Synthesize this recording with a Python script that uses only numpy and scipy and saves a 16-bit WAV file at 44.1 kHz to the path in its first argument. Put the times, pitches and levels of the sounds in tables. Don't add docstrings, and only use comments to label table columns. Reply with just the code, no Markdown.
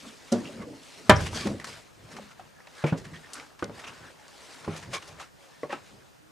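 import sys
import numpy as np
from scipy import signal
from scipy.fft import rfft, irfft, next_fast_len
from scipy.io import wavfile
from scipy.ndimage import uniform_filter1d, map_coordinates

SR = 44100
rng = np.random.default_rng(int(sys.argv[2]) if len(sys.argv) > 2 else 0)


def nominal_scale(level):
    x = np.asarray(level, float) / 20
    return 10 ** x


def file_out(sig):
    cols = np.atleast_2d(sig).T
    lim = np.clip(cols, -1, 1)
    pcm = np.round(lim * 32767).astype(np.int16)
    wavfile.write(sys.argv[1], SR, pcm)


N = 278271

# start_s, ring_db, thud_db, clap_db, attack_ms
BLOWS = [(0.318, -8.5, -15, -28, 11.4), (1.0934, -1, -8, -3.5, 1.3), (1.453, -13.5, -20.5, -36, 2.8),
         (2.393, -28, -43.5, -42, 4.5), (2.838, -11, -15, -40.5, 1.2), (2.922, -12, -20.5, -44, 2.2),
         (3.6233, -20.5, -23, -36, 0.7), (4.676, -23.5, -26, -49, 0.97), (5.631, -21, -26.5, -57.5, 0.82),
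         (5.692, -33, -34, -39, 3.5), (5.7253, -18.5, -27, -43, 1.4)]
# start_s, ring_db, thud_db,
# clap_db, attack_ms
REBOUNDS = [(.336, -17, -28, -50, 2), (1.468, -29, -38, -50, 2), (2.94, -27, -40, -55, 3.3),
            (3.694, -33, -34, -58, 1.5), (4.878, -33, -43, -60, 2.7), (5.641, -28, -41, -61, 2),
            (1.097, -7, -30, -40, 2), (1.118, -16.5, -30, -28, 9.3), (.352, -24.5, -40, -60, 4),
            (.398, -22, -50, -65, 6), (3.022, -36, -55, -75, 5), (3.062, -33, -55, -69, 4.2),
            (3.118, -34.5, -55, -70, 3.1), (6.5, -41, -55.5, -75, 3.7), (0.73, -31, -43, -65, 5.5)]
# pitch_hz, level_db, t60_s
GALLEY = [(109, -14.5, 0.25), (233.4, 8.5, 0.1), (369.5, -1.5, 0.1), (459, -12, 0.21), (550, 2.5, 0.079),
          (720, -8.5, 0.11), (990, -37.5, .15), (1385, -12, .05), (1150, -22, .05)]
# pitch_hz, level_db, t60_s
TROLLEY = [(60, -20, 0.49), (87, -12.5, 0.7), (112.2, -8.5, 0.33), (151, -14, 0.42), (208, 0, 0.082),
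           (232, -4.5, 0.052), (263.3, -6, 0.051), (311, -2.5, .05), (376, -5.5, 0.069),
           (565, -8.5, 0.17), (620.7, 2, 0.09), (788, -7.5, .14), (832, -10, 0.084), (1094, -13.5, 0.1),
          (1190, -11.5, 0.13), (1388, -14, 0.068), (1540, -8, 0.11), (1664, -14, .15), (1760, -5, 0.1),
          (2200, -13, 0.044), (2600, -14.5, 0.05), (3136, -9, 0.055), (3460, -13, 0.039)]
# pitch_hz, level_db, t60_s
PANELS = [GALLEY, TROLLEY, [(205, -1.5, 0.15), (547, -12, 0.29), (720, -24, 0.29), (323, 4, 0.05)],
          [(732, 7, 0.031), (1000, -4, 0.025), (1300, -3, 0.03)], [(150.8, 1, 0.19), (320, -6.5, 0.074),
          (447, -1, 0.046), (560, -6, 0.062), (895, -13.5, 0.06), (1360, -23, 0.19)], [(159.6, 9.5, 0.049),
          (159, -12, 0.22), (550, -16, 0.12), (270, -2.5, 0.095), (1450, -10.5, 0.042), (860, -18, .05),
          (1700, -20, .04)], [(337, 7.5, 0.034), (478, 0.5, 0.073), (560, -11.0, 0.11), (1190, 6.5, 0.021),
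          (1470, -2.5, 0.055), (2120, -21, 0.17)] + [(106.0, -9.0, 0.17), (193, -6.5, 0.12)],
          [(96, -2, 0.32), (160.2, -1.5, 0.38), (213, 6, 0.074), (317, 3, 0.099), (410, -3.5, 0.16)],
          [(147, -23.5, 0.43), (460, 7.5, 0.033), (582, -5.5, 0.093), (1100, -7.5, 0.078)], [(560, 5, 0.1),
          (900, -5, 0.05)], [(338, -12, 0.082), (550, 1, 0.036), (833, 1, 0.045), (1294, -7.5, 0.099),
          (1550, -12, 0.087)]]
# pitch_hz, level_db, t60_s
LOOSE_PARTS = [
    [(224.5, -3, .25), (367, -10, 0.14), (600, -10, 0.17)],
    [(208, -1, .09), (424, -11, 0.055)],
    [(165, -4, .15), (300, -7, .1), (505, -8, .1)],
    [(200, -5, 0.13), (426, 3, .05), (704, -4, 0.044)],
    [(130, 2.5, 0.13), (300, -8, .08)],
    [(472, -2, .07), (800, -4, 0.055)],
    [(840, -4, .07), (910, -3, .08), (982, 0, 0.14)],
    [(1193, -3, .14), (1450, 0, .1), (2110, -5, .14), (2410, -8, .12), (3122, -10, .14)],
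    [(362, -2, 0.13), (596, 0, .07), (716, -4.5, .15), (956, -14, 0.074)],
    [(230, -5, 0.0545), (330, 4, .05)],
    [(162, 2, .12), (300, -8, .05)],
    [(163, 6, 0.12), (260, -5, 0.07)],
    [(159.6, 1.5, 0.28), (300, -3.5, .06)],
    [(165, -0.5, .2), (486, 1.5, .05)],
    [(273, -1, 0.082), (550, -3, 0.069), (855, -7, .05)],
]
# pitch_hz, skew_radians
PORT_SKEW = [(60, .12), (400, .2), (2000, .3)]
# pitch_hz, left_over_right_db
LEAN = [(100, -1.7), (400, -0.5), (800, 1.9), (1500, 1.5), (3000, 0.5)]
# start_s, peak_db, pitch_hz, t60_ms
CLICKS = [(0.3239, -18, 5700, 20), (0.32, -29, 4700, 176), (1.4585, -38, 4200, 12), (2.313, -38, 2600, 21),
          (2.6025, -35, 745, 6), (2.671, -35, 2350, 30), (2.672, -37.5, 690, 46), (2.754, -44.5, 4500, 20),
          (2.783, -37, 3800, 20), (2.8397, -17, 900, 12), (3.3334, -25, 5500, 8), (3.6428, -25, 4300, 11.5),
          (1.0953, -9.5, 6500, 32), (4.055, -46, 4800, 12), (4.281, -36, 5000, 8.5), (5.128, -44, 4500, 12),
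          (5.729, -23, 1100, 26), (1.3493, -30, 5030, 10), (1.41, -21, 3800, 8.6), (3.3982, -32, 2600, 20),
          (3.5912, -37, 5500, 8), (3.696, -31.5, 900, 17)]
# start_s, peak_db, pitch_hz, t60_ms
KNOCKS = [(0.37, -40, 1300, 27), (1.3313, -26.5, 1000, 33), (1.4715, -32, 2000, 45),
          (1.6435, -36, 4800, 28), (2.604, -41, 1710, 39), (2.8425, -25, 2390, 25), (2.185, -28, 800, 30),
          (2.195, -30, 560, 37), (2.411, -37.5, 745, 35), (2.94, -35, 1300, 25), (3.34, -26, 9600, 9),
          (3.3434, -26.5, 8300, 10), (3.3983, -31, 2360, 41), (3.549, -47, 1300, 23),
          (4.678, -25, 1000, 23), (4.6784, -16.5, 400, 8), (5.6323, -31, 1900, 20),
          (5.703, -29.5, 1830, 40), (3.3333, -25, 8700, 10), (3.643, -29, 3800, 12)]
# start_s, low_db, high_db, brightest_hz, t60_ms
DRAGS = [(0.439, -40, -53, 2600, 220), (0.616, -34, -56, 1100, 110), (1.203, -24.5, -38.5, 1030, 47),
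         (1.257, -24, -38.5, 2850, 165), (1.725, -33, -53, 2220, 67), (2.115, -45.5, -48, 1550, 96),
         (2.311, -42.5, -65, 1320, 77), (2.818, -31.5, -56, 1500, 99), (2.864, -24.5, -47.5, 2200, 190),
         (2.97, -38.5, -47, 926, 190), (3.044, -33.5, -52, 1840, 195), (3.135, -34, -61, 1740, 120),
         (3.349, -35.5, -47, 1190, 410), (3.791, -33.5, -49, 1830, 120), (3.837, -30, -71, 2616, 150),
         (3.871, -29.5, -49, 2580, 145), (4.643, -30, -54, 1150, 79), (4.759, -36, -43, 2630, 310),
         (4.824, -31, -48.5, 1810, 140), (4.932, -25, -37, 560, 79), (5.02, -34.5, -48.5, 2850, 84),
         (5.074, -44, -47, 1310, 140), (5.705, -27.5, -66, 1000, 250), (5.716, -28.5, -50.5, 2590, 210)]
# start_s, low_db, high_db, brightest_hz, t60_ms
SNAGS = [(1.328, -32, -60, 1100, 60), (1.47, -19, -35.5, 910, 64), (1.598, -29.5, -49, 1840, 175),
         (1.643, -27.5, -39, 1840, 160), (2.166, -28, -44, 1260, 90), (3.333, -51, -40, 1320, 86),
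         (3.591, -35.5, -54, 1190, 270), (5.197, -31, -45.5, 1350, 246)]
# start_s, level_db, pitch_hz, length_ms
SQUEAKS = [(.06, -52, 244, 53), (.345, -30, 226, 72), (0.451, -47.5, 2770, 43), (.485, -45, 550, 27),
           (.545, -43, 232, 81), (.59, -55.5, 2130, 49), (.61, -50, 1100, 39), (1.157, -40, 5500, 23),
           (1.345, -42, 4530, 106), (1.339, -45.5, 6040, 45), (1.34, -47, 1530, 55), (1.345, -47, 3200, 85),
           (1.407, -46, 1140, 45), (2.165, -53, 900, 30), (.63, -48, 487, 97), (2.19, -50.5, 200, 78),
           (2.52, -63.5, 1680, 140), (2.777, -51, 1700, 51), (2.858, -42, 2300, 42), (2.868, -50, 3180, 20),
           (2.888, -44.5, 2550, 35), (3.135, -50, 1860, 53), (3.156, -53, 3200, 23),
           (3.225, -51.5, 1770, 49), (3.831, -63, 2600, 87), (3.865, -52.5, 6200, 23), (4.19, -60, 870, 53),
           (4.32, -57, 800, 44), (4.93, -40, 1107, 62), (4.932, -54, 6260, 51), (4.93, -46, 5200, 35),
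           (4.942, -35.5, 1114, 18), (5.075, -54.5, 600, 45), (5.194, -52.5, 1294, 52),
           (4.932, -43, 2340, 49), (5.39, -62.5, 560, 78), (5.509, -62.5, 1790, 107),
           (6.201, -64, 307, 120)]
# full_load_s, hull_boom_db, panel_rumble_db, panel_note_hz
LOADS = [(.06, -66, -50, 244), (.44, -55, -39, 290), (.6, -53, -38.5, 225), (.69, -67, -43, 300),
         (1.02, -83, -51, 248.5), (1.2, -32.5, -35.5, 170), (1.354, -38, -38, 198.6),
         (1.5, -38.5, -33.5, 240), (1.72, -53.5, -58, 219.6), (2.04, -53.5, -56, 180.7),
         (2.16, -58.5, -47, 220), (2.42, -60.5, -63.5, 200), (2.99, -46.5, -44.5, 180),
         (3.13, -53, -50.5, 165), (3.39, -69, -55.5, 289.5), (3.7, -49.5, -48.5, 231.6),
         (3.886, -54.5, -53.5, 254.4), (4.034, -55.5, -57, 237.6), (4.7, -54.5, -47, 170),
         (4.77, -53, -65, 179), (4.89, -48, -49, 177.2), (5.12, -53, -57.5, 174.7), (5.78, -64, -62, 205.4),
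         (5.95, -62, -54, 169.6)]
# (20 dB each, sign ignored)
SWINGS = [(.06, -55, -51.5, 7, 0.5), (.455, -51, -51.5, -0.5, 0.27), (.624, -52, -57, 0.2, 0.04),
          (.93, -53.5, -51, 0.45, 0.5), (1.2, -37.5, -50.5, -0.14, 0.08), (1.265, -47, -42.5, 0.25, 0.03),
          (1.364, -39, -38.5, 0.07, 0.22), (1.45, -42, -51, -0.04, 0.11), (1.669, -45.5, -45.5, 0, 0.21),
          (1.76, -60, -63, -1, 0.5), (2.13, -52.5, -55.5, 0.26, 0.64), (2.803, -51, -54, 0.24, 0.15),
          (3.2, -55, -57, 0.5, 0.5), (3.384, -49, -57, 0.31, 0.2), (3.784, -51.5, -52, 0.07, 0.1),
          (3.886, -51, -56.5, 0.33, 0.48), (4.033, -52, -56.5, 0.2, 0.2), (4.5, -51, -51.5, .5, 0.5),
          (4.759, -42.5, -50, 0.22, 0.08), (4.951, -37, -37.5, 0.0443, 0.046),
          (5.06, -51.5, -55.5, 0.45, 0.21), (5.224, -47.5, -56, 0.15, 0.06), (5.44, -59.5, -60, 0.2, 0.8),
          (5.87, -61, -60, 0.5, 0.4)]
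# boom_db, rumble_db, carpet_db, cloth_db
STILL_DB = (-75, -70, -67.5, -76)
# frequency_hz, density_db
BOOM = [(15, -50), (25, -17.5), (75, -1.5), (114, 0.5), (140, -1), (160, 0.5), (210, -29.5), (350, -120)]
# frequency_hz, density_db
RUMBLE = [(60, -39.5), (120, -6.5), (200, -5.5), (450, -5), (650, -12.5), (1000, -27.5), (2000, -69.5)]
# frequency_hz, density_db
CARPET = [(150, -34), (250, -4.5), (565, -1), (854, -2), (1040, -2), (1790, -3), (1980, -7.5), (5000, -20),
          (6500, -46), (11000, -120)]
# frequency_hz, density_db
CLOTH = [(1180, -28), (2000, -2), (4970, -3.5), (9110, -10), (13100, -22.5), (13800, -35), (14200, -54),
         (15900, -69)]
# frequency_hz, likeness (1 is identical)
ALIKE = [(60, 1), (180, 1), (550, 0.9), (1650, 0.82), (4000, .8), (7500, .94), (10000, 0.53), (13000, .1)]
# frequency_hz, t60_s
CABIN = [(100, .3), (1000, 0.38), (8000, 0.032)]
# lowest_hz, highest_hz
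PORTS = (50, 11000)
# frequency_hz, density_db
HISS_MID = [(15, -67), (25, -26.5), (53, -3), (113, -6.5), (149, -3), (248, -28), (501, -8.5), (4580, -20),
            (6510, -18), (12400, -28), (15900, -60.5)]
# frequency_hz, density_db
HISS_SIDE = [(15, -40), (25, -15.5), (140, -4.5), (350, -8), (600, -11), (1300, -16.5), (4000, -27.5),
             (7500, -37.5), (11500, -36), (13500, -40.5), (15900, -63.5)]
# pitch_hz, rms_db
WHINE = [(12000, -81.5), (10500, -89.5), (9040, -91)]

TICK_DB = -14.5
WAVER, WAVER_RATE = .012, 150
CLICK_SPREAD, KNOCK_SPREAD = 1, 0.29
DRAG_SWELL_MS, SNAG_SWELL_MS = 13, 1.4
RUBBER_FROM_HZ, RUBBER_TOP_HZ = 1105, 1500
RUBBER_DB, FABRIC_DB = -2.5, -31
CHATTER, CHATTER_HZ = 1.6, 320
LOAD_RISE_S, LOAD_FALL_S = .11, 0.15
ROUNDING = 1.185


def blows():
    out = np.zeros((2, N + SR))
    t = np.arange(SR * 3 // 5) / SR
    short = t[:SR // 5]
    for row, modes in zip(BLOWS + REBOUNDS, PANELS + LOOSE_PARTS):
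        start_s, ring_db, thud_db, clap_db, attack_ms = row
        at = round((start_s + .0012) * SR)
        ring = -ringing(modes, t)
        thud = puff(short, band(350, 600), 0.18)
        clap = puff(short, band(1250, 1700), 0.081)
        clap += 0.49 * puff(short, band(3000, 2200), 0.055)
        clap += .08 * puff(short, band(2400, 1600), 0.2)
        clap += .2 * puff(short, band(1300, 1300), 0.23)
        tick = puff(short, band(6000, 7000), 0.039)
        noise = nominal_scale(thud_db - 9.0) * thud + nominal_scale(clap_db - 4.0) * clap + nominal_scale(clap_db + TICK_DB) * tick
        onset = 1 - np.exp(-t / (attack_ms / 1000 + 1e-4))
        out[:, at:][:, :len(t)] += onset * nominal_scale(ring_db - 4.5) * ring
        out[:, at:][:, :len(short)] += onset[:len(short)] * noise
    return out[:, :N]


def ringing(modes, t):
    hz, db, t60 = (column[:, None] for column in np.transpose(modes))
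    knots = rng.standard_normal((len(modes), 128))
    stray = np.array([np.interp(t * WAVER_RATE, np.arange(len(row)), row) for row in knots])
    phase = 2 * np.pi * hz * (t + WAVER * np.cumsum(stray, axis=1) / SR)
    skew = along(PORT_SKEW, hz) * np.sign(knots[:, -1:]) / 2
    lean_db = along(LEAN, hz) / 2
    gain = nominal_scale(db - 60 * t / np.clip(t60, .02, .6))
    ports = [nominal_scale(side * lean_db) * gain * np.sin(phase + side * skew) for side in (1, -1)]
    return np.sum(ports, axis=1)


def clicks():
    out = np.zeros((2, N + SR))
    t = np.arange(SR // 10) / SR
    taps = [(*row, CLICK_SPREAD) for row in CLICKS] + [(*row, KNOCK_SPREAD) for row in KNOCKS]
    for start_s, peak_db, hz, t60_ms, spread in taps:
        colour = band(hz, spread * hz)
        pulse = filtered(1. * (t == 0), lambda f: colour(f) ** 2)
        pulse = pulse / np.max(np.abs(pulse))
        fizz = puff(t, colour, t60_ms / 1000)
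        out[:, round(start_s * SR):][:, :len(t)] += nominal_scale(peak_db - 8.0) * (fizz + 0.91 * pulse)
    return out[:, :N]


def scuffs():
    out = np.zeros((2, N + SR))
    t = np.arange(SR // 5) / SR
    strokes = [(*row, DRAG_SWELL_MS) for row in DRAGS] + [(*row, SNAG_SWELL_MS) for row in SNAGS]
    for start_s, low_db, high_db, hz, t60_ms, swell_ms in strokes:
        low = puff(t, band(hz, 0.29 * hz), 8.1) * 0.73 + puff(t, band(1240, 2060), 9)
        high = puff(t, band(4900, 6600), 12)
        swell_s = swell_ms / 1000 + 1e-4
        rise = np.sin(np.pi / 2 * t / swell_s) ** 2
        fall = nominal_scale(-60000 * (t - swell_s) / t60_ms)
        stroke = np.where(t < swell_s, rise, fall)
        noise = nominal_scale(low_db - 14.0) * low + nominal_scale(high_db - 3.0) * high
        out[:, round((start_s - .4 * swell_s) * SR):][:, :len(t)] += stroke * noise
    return out[:, :N] * nominal_scale(1.8 * wobble(250))


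def squeaks():
    out = np.zeros((2, N + SR))
    for start_s, level_db, hz, length_ms in SQUEAKS:
        overtones_db = RUBBER_DB if RUBBER_FROM_HZ < hz < RUBBER_TOP_HZ else FABRIC_DB
        t = np.arange(round(length_ms * SR / 1000)) / SR
        note = puff(t, band(hz, 30 + 0.027 * hz + .00001 * hz ** 2), 12)
        overtones = puff(t, band(2.07 * hz, 0.25 * hz), 10)
        overtones += 0.59 * puff(t, band(min(2.97 * hz, SR / 3), 0.5 * hz), 7.3)
        note += nominal_scale(overtones_db) * overtones
        for _ in range(2):
            uneven_db = 24 * uniform_filter1d(rng.standard_normal(len(t)), size=40)
            slips = np.cumsum(CHATTER_HZ * nominal_scale(uneven_db)) / SR
            note *= unit(1 + CHATTER * (hz > RUBBER_TOP_HZ) * (.5 - slips % 1))
        swell = np.sin(np.pi * (t / t[-1]) ** 0.62) ** 0.41
        out[:, round(start_s * SR):][:, :len(t)] += nominal_scale(level_db) * swell * note
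    return out[:, :N]


def puff(t, response, t60):
    return unit(filtered(pair(len(t)), lambda f: response(f) ** 2)) * nominal_scale(-60 * t / t60)


def footfall_rumble():
    full_load_s, boom_db, rumble_db, note_hz = np.transpose(LOADS)
    boom_gain = swells(full_load_s, boom_db, LOAD_RISE_S, LOAD_FALL_S, STILL_DB[0])
    rumble_gain = swells(full_load_s, rumble_db, LOAD_RISE_S, LOAD_FALL_S, STILL_DB[1])
    boom = unit(filtered(pair(N), lambda hz: nominal_scale(along(BOOM, hz))))
    note_now = np.interp(np.arange(N) / SR, full_load_s, note_hz)
    return boom_gain * boom + rumble_gain * panel(note_now, width_hz=25, note_db=7.5)


def panel(note_hz, width_hz, note_db):
    hz, t, z = signal.stft(pair(N), SR, nperseg=2048)
    under = note_hz[np.minimum((t * SR).astype(int), N - 1)]
    lift = 1 + nominal_scale(note_db) / (1 + ((hz[:, None] - under) / width_hz) ** 2)
    colour = nominal_scale(along(RUMBLE, hz))[:, None]
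    return unit(signal.istft(z * lift * colour, SR, nperseg=2048)[1][:, :N])


def brushing():
    fastest_s, carpet_db, cloth_db, rise_s, fall_s = np.transpose(SWINGS)
    carpet_gain = swells(fastest_s, carpet_db, rise_s, fall_s, STILL_DB[2])
    cloth_gain = swells(fastest_s, cloth_db, rise_s, fall_s, STILL_DB[3])
    stir = wobble(25.04)
    carpet = friction(CARPET, patchy_db=2.5, grain_db=1.0, grain_rate=170)
    cloth = friction(CLOTH, patchy_db=2.0, grain_db=1.15, grain_rate=330)
    rub = carpet_gain * nominal_scale(0.92 * stir) * carpet + cloth_gain * nominal_scale(1.0 * stir) * cloth
    return rub * nominal_scale([[.6], [-.6]])


def friction(spectrum, patchy_db, grain_db, grain_rate):
    z = signal.stft(pair(N) * nominal_scale(grain_db * wobble(grain_rate)), nperseg=512)[2]
    field = uniform_filter1d(rng.standard_normal(z.shape[1:]), size=5, axis=0)
    field = uniform_filter1d(field, size=7, axis=1)
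    x = signal.istft(z * nominal_scale(patchy_db * unit(field)), nperseg=512)[1][:, :N]
    return unit(filtered(x, lambda hz: nominal_scale(along(spectrum, hz))))


def swells(s, db, rise_s, fall_s, still_db):
    t = np.arange(0, N, 64) / SR - s[:, None]
    before = -t / np.reshape(np.abs(rise_s), (-1, 1))
    after = t / np.reshape(np.abs(fall_s), (-1, 1))
    away = np.maximum(before, after)
    power = np.sum(nominal_scale(db[:, None] - 20 * away ** ROUNDING) ** 2, axis=0) + nominal_scale(still_db) ** 2
    return np.repeat(np.sqrt(power), 64)[:N]


def cabin(x):
    hz, t, z = signal.stft(rng.standard_normal((2, SR // 3)), SR, nperseg=256)
    decay = nominal_scale(-60 * t / along(CABIN, hz)[:, None])
    tail = signal.istft(z * decay, SR, nperseg=256)[1]
    late = np.pad(x, ((0, 0), (200, 0)))
    return signal.fftconvolve(late, tail / np.linalg.norm(tail[0]), axes=1)[:, :N]


def through_ports(x):
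    low_hz, high_hz = PORTS

    def response(f):
        bass_cut = (1j * f / (low_hz + 1j * f)) ** 3
        return bass_cut / (1 + 1.2j * f / high_hz - (f / high_hz) ** 2) ** 2

    return filtered(x, response)


def port_hiss():
    noise = rng.standard_normal((2, N))
    mid = nominal_scale(-63.5) * unit(filtered(noise[0], lambda hz: nominal_scale(along(HISS_MID, hz))))
    side = nominal_scale(-58) * unit(filtered(noise[1], lambda hz: nominal_scale(along(HISS_SIDE, hz))))
    return np.array([mid + side, mid - side])


def whine():
    t = np.arange(N) / SR
    return sum(nominal_scale(db + 5) * np.sin(2 * np.pi * hz * t) for hz, db in WHINE)


def pair(length):
    def split(hz):
        turn = np.arccos(np.clip(along(ALIKE, hz), -1, 1)) / 2
        return np.array([np.cos(turn), np.sin(turn)])

    mid, side = filtered(rng.standard_normal((2, length)), split)
    return np.array([mid + side, mid - side])


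def band(centre_hz, width_hz):
    return lambda f: 1j * f * width_hz / (centre_hz ** 2 - f * f + 1j * f * width_hz)


def filtered(x, response):
    n = x.shape[-1]
    m = next_fast_len(n + 2048)
    return irfft(rfft(x, m) * response(np.fft.rfftfreq(m, 1 / SR)), m)[..., :n]


def wobble(rate):
    knots = rng.standard_normal(int(N * rate / SR) + 4)
    return map_coordinates(knots, [np.arange(N) * rate / SR])


def along(points, hz):
    f, v = np.transpose(points)
    return np.interp(np.log(hz + 1), np.log(f + 1), v)


def unit(x):
    return x / np.sqrt(np.mean(x ** 2) + 1e-20)


def scene():
    hard = blows() + clicks()
    touches = hard + nominal_scale(-22.5) * cabin(hard) + scuffs() + squeaks()
    return through_ports(touches) + footfall_rumble() + brushing()


def top_cut(x):
    return signal.sosfilt(signal.butter(12, 16010, fs=SR, output="sos"), x)


def record(dry):
    x = dry + port_hiss() + whine()
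    x = filtered(x, lambda hz: nominal_scale(-32 * np.clip((hz - 12800) / 1200, 0, 1)))
    mix = x / (1 + np.abs(x / .93) ** 6) ** (1 / 6)
    return top_cut(mix)


dry = scene()
out = record(dry)
file_out(out)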